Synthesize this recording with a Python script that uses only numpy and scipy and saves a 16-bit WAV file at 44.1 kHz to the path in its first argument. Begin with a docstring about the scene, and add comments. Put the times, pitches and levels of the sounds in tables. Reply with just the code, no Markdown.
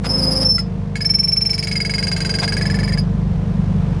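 """A tow truck's winch cable slides under load with one wavering squeal over a low judder.
After a pause it creaks at about 22 slips a second; each slip knocks the steel rigging, rasps and squeals.
The last slips add falling squawks and stop near 3 s, then wind buffets the microphone.
Throughout, the engine idles and the hydraulic pump hums, both louder late on as the microphone
turns towards the truck."""
import sys
import numpy as np
from scipy import signal
from scipy.fft import rfft, irfft
from scipy.io import wavfile
from scipy.ndimage import map_coordinates

SR = 44100
rng = np.random.default_rng(int(sys.argv[2]) if len(sys.argv) > 2 else 0)


def generate_wav(signal):
    """Clip the signal to [-1, 1] and save it as 16-bit WAV at the path in sys.argv[1]."""
    frames = np.transpose(np.atleast_2d(signal))
    scaled = np.clip(frames, -1, 1) * 32767
    pcm = np.round(scaled).astype(np.int16)
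    wavfile.write(sys.argv[1], SR, pcm)


N = 176400
T = np.arange(N) / SR

# cable slips: start_s, squeal_db
SLIPS = [(0.581,-21.5),(.955,-47),(1.006,-23),(1.046,-14.5),(1.092,-13.5),(1.137,-13),(1.185,-14),(1.23,-16),(1.274,-15),(1.317,-14.5),(1.362,-14),(1.408,-16),(1.451,-16),(1.494,-16),(1.531,-21),(1.579,-21),(1.626,-25),(1.671,-26),(1.713,-24),(1.755,-20.5),(1.802,-21),(1.849,-26),(1.895,-24.5),(1.937,-21.5),(1.981,-23),(2.026,-22),(2.069,-22.5),(2.115,-21.5),(2.163,-28.5),(2.204,-25.5),(2.248,-25),(2.293,-22.5),(2.339,-21.5),(2.386,-22.5),(2.432,-23),(2.477,-23.5),(2.522,-25),(2.567,-27),(2.611,-26.5),(2.654,-27.5),(2.699,-29.5),(2.742,-31.5),(2.788,-33.5),(2.831,-27.5),(2.877,-30.5),(2.921,-29),(2.974,-25)]
# cable grip: time_s, squeal_hz, roughness, low_mode_hz, chatter_rasp_db, low_mode_db, second_mode_db
GRIP = [(.58,5215,0.03,1387,-15,-21,-23.5),(.96,5050,0,1660,-13,-21,-18),(1.0,5050,0.37,1710,-16.5,-22,-22),(1.05,5355,0,1745,-18,-26,-23),(1.25,5364,0.02,1810,-20.5,-54,-28),(1.48,5344,0,1870,-17,-54,-26),(1.62,5090,.8,1730,-11,-40,-20.5),(1.78,4893,0.12,1680,-11.5,-25,-12.5),(2.25,4837,0.03,1578,-9.5,-22,-24),(2.56,4916,0.24,1664,-11,-16.5,-19.5),(2.7,5105,0.3,1730,-15.5,-17,-27),(2.9,4930,0.2,1760,-17,-22.5,-26)]
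# rasp spectrum: freq_hz, level_db
RASP_COLOUR = [(1200,0),(2100,11.5),(3500,-4.5),(4900,11.5),(6700,-4),(8000,-7.5),(9000,7.5),(12000,-46)]


def creak():
    """Stick-slip: each slip knocks, rasps while the cable moves, and squeals."""
    out, rasp_env = np.zeros(N), np.zeros(N)
    t = T[:SR // 10]
    hold_s, release_s = 0.023, 0.026
    rasp_decay = np.exp(-t / 0.029 - np.maximum(t - hold_s, 0) / release_s)
    for start_s, squeal_db in SLIPS:
        hz, rough, low_hz, chatter_db, low_db, second_db = curve(GRIP, start_s)
        if 2.55 < start_s < 2.95:
            add(out, start_s + 0.011, squawk())
        add(out, start_s, knock(low_hz, chatter_db, low_db, second_db))
        tone, octave = squeal(hz, squeal_db + 3, rough, length_s=0.03, swell=2, octave_db=-35)
        add(out, start_s + 0.001, tone + octave)
        add(rasp_env, start_s, undb(chatter_db - 19) * rasp_decay)
    return out + rasp_env * noise(RASP_COLOUR)


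def squeal(hz, db, rough, length_s, swell, octave_db):
    """Friction tone and its octave. Firm grip locks the tone's pitch; poor grip lets it sag into grit."""
    size, grit_hz, ring_s = 6000, 600, 0.019
    t = T[:size]
    drive = arch(t, length_s)
    pole = np.exp(-1 / (ring_s * SR))
    env = drive ** swell + 0.45 * signal.lfilter([1 - pole], [1, -pole], drive)
    jitter = 0.012 * rough * walk(grit_hz, size)
    sag = 0.065 * (1 - drive) ** 2
    bend = (jitter - sag) * np.clip((length_s - t) / 0.0036 + 1, 0, 1)
    give = min(2 * np.sqrt(rough), 1)
    phase = phase_of(hz * (1 + give * bend))
    grit = walk(grit_hz, size) * np.sin(phase) + walk(grit_hz, size) * np.cos(phase)
    wave = np.sqrt(2 * (1 - rough)) * np.sin(phase) + np.sqrt(rough) * grit
    tone = undb(db) * env / env.max() * wave
    # octave: always bends, no ring-out, grows more slowly than the tone
    octave = undb(octave_db + 0.39 * db) * np.sqrt(2 * drive) * np.sin(2 * phase_of(hz * (1 + bend)))
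    return tone, octave * (1 + np.sqrt(rough) * walk(grit_hz, size))


# rigging modes: freq_hz, level_db, t60_s
RIGGING_MODES = [(2613,-11.5,0.086),(3034,-12.5,0.077),(3310,-21.5,0.15),(4130,-11.5,0.1),(4850,-8,0.2),(6684,-12,0.11),(7530,-17.5,0.11)]


def knock(low_hz, chatter_db, low_db, second_db):
    """The cable lets go: two modes follow its tension, and a short chatter rings the rigging."""
    second_hz = 2185 + 0.65 * (low_hz - 1640)
    firm = undb(low_db) * ring(low_hz, t60_s=0.061) + undb(second_db) * ring(second_hz, t60_s=0.06)
    size = len(firm)
    chatter = 0.045 * rng.standard_normal(size) * np.exp(-T[:size] / 0.0057)
    chatter[0] += 1  # release impulse
    modes = [undb(db) * ring(hz, t60_s) for hz, db, t60_s in RIGGING_MODES]
    rigging = sum(np.std(mode) * unit(signal.fftconvolve(mode, chatter)[:size]) for mode in modes)
    return firm + undb(chatter_db - 9.5) * rigging


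def ring(hz, t60_s, attack_s=0.0007):
    """One struck mode, slightly detuned at each blow."""
    t = T[:SR // 5]
    detune = 1 + 0.012 * rng.standard_normal()
    env = (1 - np.exp(-t / attack_s)) * undb(-60 * t / t60_s)
    return env * np.sin(2 * np.pi * hz * detune * t)


# linked slides, each lasting until the next: start_s, top_pitch_hz, level_db, roughness
SLIDES = [(0.048,5080,-27,0.35),(0.086,5226,-17,0.37),(.13,5210,-16,0),(.17,5156,-18.5,0.34),(0.212,5060,-16.5,0.59),(.26,5080,-16.5,0.11),(.302,5120,-18,0.8),(0.348,5150,-17,0.64),(0.396,5170,-18,0.67),(0.444,5340,-12,0.07),(0.48,5320,-11.5,0.01),(0.534,5286,-14.5,0.06)]
# judder harmonics 1 and 2: start_db, end_db
GROAN_LEVELS = [(-29,-27),(-32.5,-25)]
# rubbing spectrum: freq_hz, level_db
RUB_COLOUR = [(290,0.5),(520,-2),(3500,-26.5),(12000,-29.5)]


def slide():
    """The cable runs on: arcs of squeal, shaken by a judder that also groans, over rub and rasp."""
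    judder_hz, judder_span_s, last_end_s = 262, (0.05, 0.485), 0.575
    out, rasp_env = np.zeros(N), np.zeros(N)
    phase = phase_of(judder_hz * (1 + 0.018 * walk(120)))
    ends_s = [row[0] for row in SLIDES[1:]] + [last_end_s]
    for (start_s, hz, db, rough), end_s in zip(SLIDES, ends_s):
        length_s, depth = end_s - start_s, 1.2 * rough
        tone, octave = squeal(hz, db, 0.2 * rough, length_s, swell=0.8, octave_db=-35 + 10 * rough)
        judder = np.sin(phase[int(start_s * SR):][:len(tone)])
        shake = (1 + depth * judder) / np.sqrt(1 + depth ** 2 / 2)
        add(out, start_s, tone * shake + octave)
        rasp_env += undb(db - 20.5) * rough * arch(T - start_s, length_s)
    gate = np.clip(np.minimum(T - judder_span_s[0], judder_span_s[1] - T) / 0.1 + 0.5, 0, 1)
    groan = sum(undb(np.interp(T, judder_span_s, db) + 2 * walk(90)) * np.sin(k * phase)
                for k, db in enumerate(GROAN_LEVELS, 1))
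    rub = undb(-29) * noise(RUB_COLOUR)
    return out + gate * (groan + rub) + rasp_env * noise(RASP_COLOUR)


def squawk(length_s=0.027, start_hz=2240, fall_hz_per_s=15700, grit_hz=600):
    """Rough tone that falls as the cable slows; pitch and strength differ each time."""
    t = T[:int(length_s * SR)]
    scatter = 1 + 0.04 * (rng.standard_normal() + walk(grit_hz, len(t)))
    hz = (start_hz - fall_hz_per_s * t) * scatter
    grain = (0.5 + rng.random()) * (1 + 0.5 * walk(grit_hz, len(t)))
    return undb(-31.5) * grain * arch(t, length_s) * np.sin(phase_of(hz))


# scrapes: start_s, length_s, level_db
SCRAPES = [(.036,0.041,-26.5),(.41,0.041,-33.5),(2.413,0.044,-23.5)]
# scrape spectrum: freq_hz, level_db
SCRAPE_COLOUR = [(600,-9),(4500,-19.5),(12000,-38.5)]


def scrapes():
    """Short swells of noise with a gritty flutter."""
    return swells(SCRAPES) * noise(SCRAPE_COLOUR) * undb(2 * walk(430))


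# engine speed: time_s, firing_hz
ENGINE_SPEED = [(0,54),(.9,50.4),(3.0,49.8),(3.3,49.8),(4,48.8)]
# truck nearness: time_s, firing_gain_db, hum_gain_db, clatter_gain_db
NEARNESS = [(.45,-4,-2.5,-2.5),(.7,-8,-3,0),(1.4,-8.5,-5.5,-2.5),(2.45,-7.5,-1.5,6),(2.8,-0.5,2.5,7),(3.1,-2,2,2),(4,-1.5,2,5)]
# pump-shaft hum near 90 Hz, low idle hum tones, faint whine near 1 kHz: firing_multiple, level_db
ENGINE_TONES = [(1.79,-31),(2,-27.5),(2.5,-31),(3,-25.5),(3.5,-25.5),(4,-29),(4.5,-41),(20.5,-53.5)]
# exhaust boom spectrum: freq_hz, level_db
BOOM_COLOUR = [(20,-29),(35,1),(65,4.5),(95,10.5),(120,4.5),(180,12),(215,10),(260,-5),(500,-56)]
# clatter spectrum: freq_hz, level_db
CLATTER_COLOUR = [(140,-4),(471,-4.5),(1350,-18),(5790,-34),(12200,-50)]


def engine():
    """Idle: firing tone, hum and faint whine, exhaust boom, and clatter that pulses at each firing."""
    phase = phase_of(curve(ENGINE_SPEED, T)[0] * (1 + 0.00468 * walk(12)))
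    firing_gain, hum_gain, clatter_gain = undb(curve(NEARNESS, T))

    def tone(k, db, waver_db):
        level = np.sqrt(2) * undb(db + waver_db * walk(11))
        return level * np.sin(k * phase + 2 * np.pi * rng.random() + 0.15 * np.log(k) * walk(14))

    tones = sum(tone(k, db, waver_db=1) for k, db in ENGINE_TONES)
    boom = undb(-28) * noise(BOOM_COLOUR)
    clatter = undb(-37.5) * noise(CLATTER_COLOUR) * (1 + 0.12 * np.cos(phase))
    firing = tone(0.99, db=-23.5, waver_db=0.5)
    return firing_gain * firing + hum_gain * (tones + boom) + clatter_gain * clatter


# hydraulic pump: time_s, stroke_hz, second_harmonic_db
PUMP = [(.62,232,-42.5),(.88,232,-41),(1.15,223.3,-43.5),(2.7,225.2,-36.5),(3.2,231.5,-44)]


def pump(fall_db_per_harmonic=7.5):
    """Hydraulic hum: harmonics 2-5 of the stroke rate, which rises when the load comes off."""
    stroke_hz, db = curve(PUMP, T)
    phase = phase_of(stroke_hz * (1 + 0.0029 * walk(10)))
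    return np.sqrt(2) * sum(undb(db - fall_db_per_harmonic * (k - 2) + walk(10)) * np.sin(k * phase)
                            for k in range(2, 6))


# wind buffet: start_s, length_s, level_db
BUFFETS = [(3.08,0.48,-29)]


def wind():
    """A gust rumbles on the microphone."""
    return swells(BUFFETS) * noise([(22, -5), (80, 4), (300, -48), (2000, -88)])


def undb(db):
    return 10 ** (np.asarray(db) / 20)


def unit(x):
    """Scale to rms 1."""
    return x / np.sqrt(np.mean(x ** 2))


def phase_of(hz):
    return 2 * np.pi * np.cumsum(hz) / SR


def curve(rows, t):
    """Table columns interpolated at times t."""
    times, *columns = np.array(rows).T
    return [np.interp(t, times, column) for column in columns]


def noise(colour):
    """Unit-rms noise from rows of freq_hz, level_db; rolls off below the first."""
    hz, db = np.array(colour, float).T
    f = np.fft.rfftfreq(N, 1 / SR) + 1
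    gain = undb(np.interp(np.log(f), np.log(hz), db)) * np.minimum(f / hz[0], 1) ** 2
    return unit(irfft(rfft(rng.standard_normal(N)) * gain, N))


def walk(rate_hz, size=N):
    """Smooth random wander, spread near 1."""
    positions = np.arange(size) * rate_hz / SR
    return map_coordinates(rng.standard_normal(4096), [positions], order=2, mode="wrap")


def arch(t, length_s):
    """Half a sine from 0 to length_s."""
    return np.sin(np.pi * np.clip(t / length_s, 0, 1))


def swells(rows):
    return sum(undb(db) * arch(T - start_s, length_s) for start_s, length_s, db in rows)


def add(out, start_s, x):
    i = max(int(start_s * SR), 0)
    out[i:i + len(x)] += x[:N - i]


def scene():
    """All sources, alike in both channels."""
    mix = scrapes() + wind() + creak() + slide() + engine() + pump()
    return np.array([mix, mix])


def record(dry, edge_hz=10800, mirror_hz=24000, top_hz=15850):
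    """Narrow-band recorder: the treble ends early and is faintly mirrored above its edge."""
    band = signal.sosfilt(signal.ellip(8, 0.3, 45, edge_hz, fs=SR, output="sos"), dry)
    treble = signal.sosfilt(signal.butter(8, 8500, "highpass", fs=SR, output="sos"), band)
    upper_band = signal.butter(6, (12800, 14700), "bandpass", fs=SR, output="sos")
    mirror = signal.sosfilt(upper_band, 2 * treble * np.cos(2 * np.pi * mirror_hz * T))
    lowpass = signal.ellip(8, 0.2, 70, top_hz, fs=SR, output="sos")
    return signal.sosfilt(lowpass, band + undb(-15) * mirror)


dry = scene()
out = record(dry)
generate_wav(out)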